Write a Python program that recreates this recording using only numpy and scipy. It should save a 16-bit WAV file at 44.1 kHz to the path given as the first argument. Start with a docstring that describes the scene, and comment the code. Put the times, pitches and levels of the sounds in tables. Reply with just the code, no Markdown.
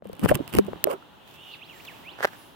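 """Over the soft air of a park, a hand steadies a small camera on the pavement: fingers bump, tap and
rub the hollow case, which knocks, rings and shudders. The case snaps once, and the hand slides off
with a dull squeak of sticking, slipping skin. Then a sleeve brushes by while faint birds whistle
in glides that echo from the trees. Near the end something scuffs on the asphalt, dragging grit
into a double knock."""
import sys
import numpy as np
from scipy import signal
from scipy.fft import rfft, irfft
from scipy.io import wavfile
from scipy.ndimage import uniform_filter1d

SR = 44100
rng = np.random.default_rng(int(sys.argv[2]) if len(sys.argv) > 2 else 0)


def generate_wav(signal):
    """Clip the signal to [-1, 1] and save it as 16-bit WAV at the path in sys.argv[1]."""
    frames = np.transpose(np.atleast_2d(signal))
    scaled = np.clip(frames, -1, 1) * 32767
    pcm = np.round(scaled).astype(np.int16)
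    wavfile.write(sys.argv[1], SR, pcm)


N = 112454
T = np.arange(N) / SR


def amp(db):
    """Decibels to gain."""
    return 10 ** (np.asarray(db) / 20)


def unit(x):
    """Scales to rms 1."""
    return x / np.sqrt(np.mean(x ** 2) + 1e-20)


def sides(pan_db):
    """Equal-power pan gains; positive is left."""
    gains = amp([[pan_db / 2], [-pan_db / 2]])
    return gains / np.sqrt(np.mean(gains ** 2))


def since(s):
    """Time since s, zero before."""
    return np.maximum(T - s, 0)


def ring(t, hz, t60, rise_s=0.00028, phase=0):
    """One struck mode with a soft attack."""
    attack = np.expm1(-2 * t / rise_s) ** 2
    return attack * amp(-60 * t / t60) * np.sin(2 * np.pi * hz * t + phase)


def add(mix, s, sound):
    """Mixes a stereo sound in at time s."""
    part = mix[:, max(round(s * SR), 0):][:, :sound.shape[1]]
    part += sound[:, :part.shape[1]]


def impulse(colour, size=4096):
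    """Minimum-phase click with the given EQ curve, peak 1."""
    hz, db = np.transpose(colour)
    bins_hz = abs(np.fft.fftfreq(size, 1 / SR))
    log_gain = np.log(amp(np.interp(np.log(bins_hz + 1), np.log(hz + 1), db)))
    click = np.fft.ifft(np.exp(np.conj(signal.hilbert(log_gain)))).real[:size // 2]
    return click / abs(click).max()


def left_first(click, lag_s):
    """Stereo click that reaches the right microphone late."""
    t = T[:len(click)]
    return np.array([click, np.interp(t - lag_s, t, click, left=0)])


def through(x, response):
    """Filters both channels, keeping the power of white noise."""
    norm = np.sqrt(np.sum(response ** 2, -1, keepdims=True))
    return signal.fftconvolve(x, np.atleast_2d(response) / norm, axes=1)[:, :N]


def pair(noise, likeness):
    """Narrows the stereo image of two independent channels."""
    return np.array([noise[0], likeness * noise[0] + np.sqrt(1 - likeness ** 2) * noise[1]])


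def wander(hz):
    """Smooth random modulation of rms 1, rolling off above hz."""
    bins_hz = np.fft.rfftfreq(N, 1 / SR)
    return unit(irfft(rfft(rng.standard_normal(N)) / (1 + (bins_hz / hz) ** 4), N))


def swells(strokes):
    """Stereo envelope of bell-shaped strokes."""
    return np.sqrt(sum((amp(db) * sides(pan)) ** 2 * np.exp(-np.minimum(((T - s) / half) ** 2, 60))
                       for s, half, db, pan in strokes))


def glide(points):
    """Smooth pitch and gain along (time, pitch, level) points, silent outside them."""
    s, hz, db = np.transpose(points)
    gain = amp(np.interp(T, s, db)) * (T > s[0]) * (T < s[-1])
    return uniform_filter1d(np.interp(T, s, hz), size=300), uniform_filter1d(gain, size=200)


def tone(hz):
    """A sine of rms 1 that follows a pitch curve."""
    return np.sqrt(2) * np.sin(2 * np.pi * np.cumsum(hz) / SR)


def hiss(envelope, colour):
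    """Wide, smooth noise shaped by an EQ curve."""
    return envelope * through(pair(rng.standard_normal((2, N)), likeness=0.2), impulse(colour))


def friction(strokes, colour, likeness, left_lag_s=0, grains_per_s=5000, spread_db=2.5, clump_db=2):
    """Clumps of tiny slips under each stroke, coloured by what they shake."""
    slips = rng.standard_normal((2, N)) * (rng.random((2, N)) < grains_per_s / SR)
    slips *= amp(spread_db * np.minimum(rng.exponential(1, (2, N)), 3))
    slips *= amp(clump_db * wander(hz=297))
    left, right = through(pair(unit(slips), likeness) * swells(strokes), impulse(colour))
    return np.array([np.roll(left, round(left_lag_s * SR)), right])


# EQ of the air bed (frequency [Hz], level [dB])
AIR_EQ = [(15, -77), (25, -24), (66, -10.5), (165, -6), (212, -9), (354, -8), (430, -12), (607, -12.5),
          (887, -9.5), (1330, -15.5), (2350, -25), (2910, -16), (3820, -22), (4870, -34), (9570, -40),
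          (16000, -35)]
# its fader ride (time [s], level [dB])
AIR_FADER = [(0, -94), (.05, -56), (.3, -45.5), (.8, -47.5), (1.1, -52), (1.6, -52), (2.1, -48),
             (2.55, -51.5)]


def park_air():
    """A dark bed of outdoor air that fades in and gently swells."""
    return hiss(amp(np.interp(T, *np.transpose(AIR_FADER))), AIR_EQ)


# swell of the far call (centre [s], half length [s], level [dB], pan [dB])
FAR_SWELL = [(1.44, 0.17, -55, 3)]
# its EQ (frequency [Hz], level [dB])
FAR_EQ = [(1500, -51), (2550, -0.5), (2900, -3.5), (3500, -2), (4000, -25), (6000, -26)]


def far_bird():
    """A distant call, blurred into a band of noise."""
    return hiss(swells(FAR_SWELL), FAR_EQ)


# raspy opening note (time [s], pitch [Hz], level [dB])
OPENING_NOTE = [(1.33, 2600, -69), (1.4, 2800, -54.5), (1.46, 2956, -54.5), (1.525, 2755, -50.5),
                (1.55, 2650, -55)]
# its stacked strands (offset above the note [Hz], level [dB])
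NOTE_STRANDS = [(0, 1), (250, -4.5), (450, -9), (730, -6.5)]
# one glide per whistle, each a list of (time [s], pitch [Hz], level [dB])
WHISTLE_GLIDES = [
    [(1.525, 3300, -68), (1.539, 2870, -39.5), (1.55, 2255, -49.5), (1.564, 1430, -72)],
    [(1.6, 1608, -65), (1.628, 2746, -43), (1.65, 4140, -57), (1.68, 5500, -75), (1.715, 6700, -78),
     (1.77, 7630, -65), (1.81, 7100, -76)],
    [(1.675, 3744, -64), (1.703, 2945, -47), (1.74, 2050, -57), (1.78, 1753, -59), (1.797, 1946, -57),
     (1.81, 2940, -46)],
    [(1.675, 1804, -69), (1.7, 2976, -44.5)],
    [(1.85, 4700, -68), (1.87, 3550, -50.5), (1.884, 2700, -39), (1.9, 2026, -51), (1.925, 1630, -58)],
    [(2.03, 1750, -64), (2.06, 2320, -49), (2.09, 2770, -39), (2.11, 3640, -54), (2.13, 4680, -66),
     (2.165, 7200, -79)],
    [(2.35, 10600, -81), (2.385, 10500, -64), (2.44, 10400, -64), (2.5, 10540, -71)],
]
# rasp on the first chirp (centre [s], half length [s], level [dB], pan [dB])
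CHIRP_RASP = [(1.537, 0.018, -49, 0)]
# its EQ (frequency [Hz], level [dB])
CHIRP_EQ = [(2500, -37), (3600, 6.5), (4200, -2), (4800, -5), (5600, -42)]


def birds(drift=0.013, jitter=0.01405, flutter_hz=148, flutter_db=2, echo_db=-5.5, echo_t60_s=1):
    """A many-stranded note, then fluttering, gliding whistles with an echo from the trees."""
    hz, gain = glide(OPENING_NOTE)
    song = gain * sum(amp(db) * tone((hz + offset) * (1 + drift * wander(hz=24.9)))
                      for offset, db in NOTE_STRANDS)
    for whistle in WHISTLE_GLIDES:
        hz, gain = glide(whistle)
        song += gain * tone(hz * (1 + jitter * wander(flutter_hz)))
    direct = sides(pan_db=-5.5) * song * amp(flutter_db * wander(flutter_hz))
    trees = rng.standard_normal((2, SR)) * amp(-60 * T[:SR] / echo_t60_s)
    trees *= T[:SR] > 0.0092  # pre-delay
    return direct + amp(echo_db) * through(direct, trees) + hiss(swells(CHIRP_RASP), CHIRP_EQ)


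# cloth swishes and crackling folds (centre [s], half length [s], level [dB], pan [dB])
SLEEVE_SWISHES = [(1.32, 0.041, -58, -16), (1.5, 0.08, -56, -6), (1.8, 0.095, -52.5, -3),
                  (1.95, 0.12, -54, -4.5), (2.38, 0.11, -53.5, -3)]
SLEEVE_FOLDS = [(1.297, 0.017, -52.5, -9), (1.352, 0.0092, -52, -11), (1.853, .003, -45, -5)]
# cloth EQ (frequency [Hz], level [dB])
CLOTH_EQ = [(800, 7), (3000, 4.5), (5500, -1), (9000, -6), (13500, -0.5), (16000, 0)]


def sleeve():
    """Cloth brushes by with a soft hiss, and its folds crackle."""
    swish = hiss(swells(SLEEVE_SWISHES), CLOTH_EQ)
    return swish + friction(SLEEVE_FOLDS, CLOTH_EQ, likeness=0.1, grains_per_s=720)


# knocks within the scuff (time [s], level [dB])
SCUFF_HITS = [(2.189, -27), (2.2064, -17.5), (2.2136, -26), (2.2304, -22), (2.2366, -19.5), (2.2467, -3.5),
              (2.2503, -19), (2.2518, -3)]
# grit dragged around them (centre [s], half length [s], level [dB], pan [dB])
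GRIT_DRAGS = [(2.205, 0.017, -43.5, -2), (2.2385, 0.0097, -25.5, -2.5), (2.2525, 0.0033, -23, 1),
              (2.278, 0.0067, -39.5, -4), (2.335, 0.012, -47.5, -5.5)]
# EQs of knock and grit (frequency [Hz], level [dB])
KNOCK_EQ = [(59, -32), (100, -7), (170, -16), (492, 5), (648, 4.5), (991, -3), (1830, 0), (2370, -14),
            (3400, -14.5), (3620, -20), (4770, -22), (5900, -27), (6990, -47), (10200, -29), (16000, -47)]
GRIT_EQ = [(88, -42), (150, -32), (275, -10.5), (888, -5), (1240, -3.5), (1690, 2), (2400, -16),
           (4410, -19.5), (9440, -27.5), (15100, -26), (16000, -34)]


def scuff():
    """Grit drags and catches on the asphalt, peaking in a double knock."""
    out = np.zeros((2, N))
    knock = sides(pan_db=-4) * left_first(impulse(KNOCK_EQ), lag_s=0.00015)
    for s, db in SCUFF_HITS:
        add(out, s, amp(db) * knock)
    return out + friction(GRIT_DRAGS, GRIT_EQ, likeness=0.18, left_lag_s=0.00035)


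# skin strokes on the case (centre [s], half length [s], level [dB], pan [dB])
SKIN_STROKES = [(.1315, 0.0014, -45.5, 1.5), (.167, .001, -49, 4), (.1952, 0.00063, -37.5, -8),
                (.213, 0.014, -51, -8), (.239, 0.0031, -31.5, -10), (.252, 0.0035, -32, -20),
                (.259, 0.0016, -37, 8), (.2885, 0.0069, -33.5, 3), (.2938, 0.0028, -26.5, -6),
                (.307, 0.0071, -35.5, -16), (.346, 0.0023, -27, -5), (.3542, 0.0023, -23, -4.5),
                (.478, 0.0011, -38, -20), (.497, 0.01, -48.5, -6), (.5292, 0.0018, -33.5, -17),
                (.5383, 0.00057, -27, -12), (.5435, .005, -35.5, -3), (.551, 0.0012, -27.5, -1),
                (.569, 0.003, -30.5, -12), (.58, 0.013, -39, -8), (.5868, 0.00039, -14.5, 1),
                (.5977, .001, -39.5, 0), (.6675, 0.0012, -45, -18), (.673, 0.00081, -46.5, -16),
                (.8715, 0.00092, -43, -1), (.912, 0.009, -40, -6), (.934, 0.005, -43.5, -6)]
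# their EQ (frequency [Hz], level [dB])
SKIN_EQ = [(530, -48.5), (900, -8), (1700, -11.5), (2960, -3.5), (3910, -23.5), (4800, -15), (5960, -23.5),
           (8980, -11.5), (10800, -17), (15100, -12.5), (16000, -47)]


def skin_rub(ticks_per_s=35, ticks_db=-66, hold_s=(0.041, 0.82), low_cut_hz=890):
    """Skin rasps brightly over the case, with tiny stray ticks while the hand holds it."""
    ticks = rng.standard_normal((2, N)) * (rng.random(N) < ticks_per_s / SR)
    holding = (T > hold_s[0]) * (T < hold_s[1])
    stray = amp(ticks_db) * through(unit(ticks) * holding, impulse(SKIN_EQ))
    rasp = friction(SKIN_STROKES, SKIN_EQ, likeness=0.09, grains_per_s=4000)
    return signal.sosfilt(signal.butter(2, low_cut_hz, "high", fs=SR, output="sos"), rasp + stray)


# swells of handling rumble (centre [s], half length [s], level [dB], pan [dB])
SHUDDER_SWELLS = [(.14, 0.077, -51, -5), (.246, 0.015, -21, 1.5), (.308, 0.016, -22.5, -9),
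                  (.352, 0.014, -29.5, -6), (.39, 0.033, -39.5, -1), (.48, 0.024, -48.5, 2),
                  (.562, 0.019, -25, 2.5), (.70, 0.046, -41, 1.5)]
# their bass-heavy EQ (frequency [Hz], level [dB])
SHUDDER_EQ = [(20, -21), (45, -17), (90, -2), (170, 1), (280, -4.5), (450, -12), (800, -17.5),
              (1500, -25.5), (4000, -50)]


def case_shudder():
    """The case shudders under the sliding hand."""
    return friction(SHUDDER_SWELLS, SHUDDER_EQ, likeness=0.33)


# the parting stroke (centre [s], half length [s], level [dB], pan [dB])
SLIDE_STROKE = [(.912, 0.027, -31, -6.5)]
# its muffled EQ (frequency [Hz], level [dB])
SLIDE_EQ = [(100, -39), (280, -10), (420, 1.5), (580, -4), (750, -10), (1250, -8), (1800, -22), (4000, -41)]


def hand_slide():
    """Dull friction as the hand slides off."""
    return friction(SLIDE_STROKE, SLIDE_EQ, likeness=0.43, left_lag_s=0.00035)


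# squeak of a finger sliding off (time [s], pitch [Hz], level [dB])
SQUEAK_GLIDE = [(.879, 413.8, -24.5), (.893, 479.6, -33), (.907, 589.3, -26.5), (.919, 528.5, -40),
                (.93, 483.5, -31.5), (.945, 416, -42), (.965, 367, -47)]


def finger_squeak(jitter=0.0687, rough_hz=203, rough_db=2.5, octave_db=-14, left_lag_s=0.0005):
    """Skin sticks and slips unevenly; its pitch rises and falls with the speed of the finger."""
    hz, gain = glide(SQUEAK_GLIDE)
    hz = hz * (1 + jitter * wander(rough_hz))
    roughness = amp(rough_db * wander(rough_hz))
    squeak = gain * roughness * (tone(hz) + amp(octave_db) * tone(2 * hz))
    return sides(pan_db=-1) * np.array([np.roll(squeak, round(left_lag_s * SR)), squeak])


# hard scrapes (centre [s], half length [s], level [dB], pan [dB])
SCRAPE_STROKES = [(.2375, .002, -43, -10), (.2932, 0.0037, -20, -10), (.354, 0.0016, -37.5, 1)]
# resonances of the hollow case (frequency [Hz], level [dB], t60 [s])
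HOLLOW_MODES = [(1400, -5, 0.011), (1646, 7, 0.022), (1800, -6, 0.018), (2660, -12, 0.044),
                (5000, -30, 0.0083)]


def case_scrapes():
    """Hard slips make the hollow case ring."""
    case = sum(amp(db) * ring(T[:SR // 10], hz, t60) for hz, db, t60 in HOLLOW_MODES)
    slips = pair(rng.standard_normal((2, N)), likeness=0.67) * swells(SCRAPE_STROKES)
    return through(slips, case)


# fingernail hits (time [s], level [dB], pan [dB])
NAIL_HITS = [(.1312, -26, 13), (.1952, -28, -9), (.478, -21, -10), (.5505, -17, -11), (0.5864, -4, 3)]
# their EQ (frequency [Hz], level [dB])
NAIL_EQ = [(200, -15), (900, 0), (1800, 0), (3000, -15), (4500, 2.5), (7000, -10.5), (12000, -5.5),
           (16000, -7)]


def nail_taps():
    """Each hard contact of a fingernail gives one bright click."""
    out = np.zeros((2, N))
    click = left_first(impulse(NAIL_EQ), lag_s=0.0003)
    for s, db, pan in NAIL_HITS:
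        add(out, s, amp(db) * sides(pan) * click)
    return out


# resonances of the snap (frequency [Hz], level [dB], t60 [s])
SNAP_MODES = [(622, -20, 0.019), (1173, -16, .004), (1790, -3.5, 0.0032), (2280, -29, 0.002),
              (2660, -11, 0.005), (4120, -10.5, 0.0053), (5840, -16, 0.0051), (7420, -10, 0.0031),
              (9180, -7.5, 0.0028), (12020, -3.5, 0.0051), (13300, -0.5, 0.0027), (15700, -14, 0.0043)]


def case_snap(at_s=0.8412, gain_db=1, right_lag_s=0.000388):
    """The case gives one short, bright click; neighbouring modes swing opposite ways."""
    t = np.array([since(at_s), since(at_s + right_lag_s)])
    return amp(gain_db) * sum((-1) ** k * amp(db) * ring(t, hz, t60)
                              for k, (hz, db, t60) in enumerate(SNAP_MODES))


# nudges that rock the camera (time [s], level [dB])
NUDGES = [(0.025, -46.5), (0.059, -35), (0.59, -21)]


def camera_rock():
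    """Bumps set the propped camera rocking with a low ring."""
    return sum(amp(db) * sides(pan_db=18.5) * ring(since(s), hz=198, t60=0.25, rise_s=0.0048)
               for s, db in NUDGES)


# finger hits on the case (time [s], level [dB], pitch [Hz], t60 [s], thud re knock [dB],
# crack re knock [dB], pan [dB], left phase lead [rad])
FINGER_HITS = [(0.0229, -28, 580, 0.015, -22, -11.5, 0, 1.67), (.055, -25.5, 500, 0.026, -21, -22, 0, 1.8),
               (0.097, -23.5, 446, 0.024, -11, -25, 3, 1.86), (0.133, -29.5, 520, 0.032, 5.5, -19, 4.5, 4),
               (0.194, -28, 280, 0.068, -17, -21, -3, 3.5), (0.2335, -12, 237, 0.03, -17, -16, -13, 2.5),
               (0.2436, -7.5, 167, 0.037, -21, -24, 13, 2.5), (0.2526, -5.5, 270, 0.0094, -23, -18.5, 2, 4),
               (0.2594, 1, 416, 0.0082, -6, -14, 28, 2.6), (0.299, -15, 151, 0.033, 0, -20, -10, -2),
               (0.309, -10.5, 278, 0.028, -36, -20, -29, 3.5), (0.314, -3, 570, 0.041, -22, -7, 7, -1.4),
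               (.3215, -5.5, 598, 0.031, -5, -25, -0.5, 4.5), (0.3473, -16, 144, 0.043, -4, -22, 7, 0.3),
               (0.3627, -21, 352, 0.051, -6, -32, -11, 1.5), (0.3916, -25, 561, 0.046, -7, -18, -4, 2),
               (0.402, -18.5, 285, 0.05, -9, -29, -8, 1.5), (.408, -19, 336, 0.029, -16, -18, -18, 5.5),
               (0.5505, -12.5, 346, 0.029, -3, -7, -1, 1), (.571, -15.5, 221, 0.1, 1, -33, -6, 2),
               (.587, -8, 256, .035, -6, -31, -11, 2.5), (0.5868, 0, 390.4, 0.03, -5.5, -9, 5, 2.5),
               (0.5925, -3.5, 400, 0.041, -8, -22, -7, 3), (0.6812, -21.5, 379, 0.054, -19, -20, -15, 2.5),
               (.6848, -26, 565, .035, -8, -29, -2, 1), (0.7329, -16, 444, 0.011, -10, -10.5, 7, 4.5),
               (0.7585, -29.5, 324, 0.028, -10, -3, -10, 1),
               (0.8531, -19.5, 370, 0.095, -35, -43, -12, 3.5),
               (0.8716, -10.5, 592, 0.039, -31, -10.5, -2.5, -1.36),
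               (0.9374, -23, 382.5, 0.054, -27, -31, -1, 1.3),
               (1.0247, -36.5, 1390, 0.017, -16, -13, -10, 1.5),
               (1.322, -44, 383, 0.033, -25.5, -19, -4, -0.5)]
# EQ of the contact crack (frequency [Hz], level [dB])
CRACK_EQ = [(100, -3.5), (600, 5), (1100, 7.5), (1800, -1.5), (3000, -13.5), (6000, -31), (12000, -43),
            (16000, -37)]


def finger_bumps(rise_s=0.00054):
    """Each bump on the case layers a damped knock, a low thud and a contact crack."""
    out = np.zeros((2, N))
    t, crack = T[:SR // 5], impulse(CRACK_EQ)
    for s, db, hz, t60, thud_db, crack_db, pan, lead in FINGER_HITS:
        phase = np.array([[lead / 2], [-lead / 2]])
        gain = amp(db) * sides(pan)
        knock = ring(t, hz, t60, rise_s, phase)
        thud = amp(thud_db) * ring(t, hz=124.2, t60=0.015, rise_s=rise_s, phase=phase)
        add(out, s, gain * (knock + thud))
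        add(out, s, gain * amp(crack_db) * crack)
    return out


def scene():
    """Handling noises and the scuff up close, birds and air behind."""
    rubs = skin_rub() + case_shudder() + hand_slide() + sleeve() + case_scrapes() + finger_squeak()
    hits = scuff() + nail_taps() + case_snap() + camera_rock() + finger_bumps()
    background = birds() + far_bird() + park_air()
    return background + rubs + hits


def record(dry, low_cut_hz=56.4, high_cut_hz=16300):
    """The microphones roll off the bass, peaks clip at full scale, and the very top is cut."""
    thinned = signal.sosfilt(signal.butter(1, low_cut_hz, "high", fs=SR, output="sos"), dry)
    high_cut = signal.firwin(255, high_cut_hz, window=("kaiser", 8), fs=SR)
    return signal.oaconvolve(np.clip(thinned, -1, 1), high_cut[None], "same", axes=1)


dry = scene()
out = record(dry)
generate_wav(out)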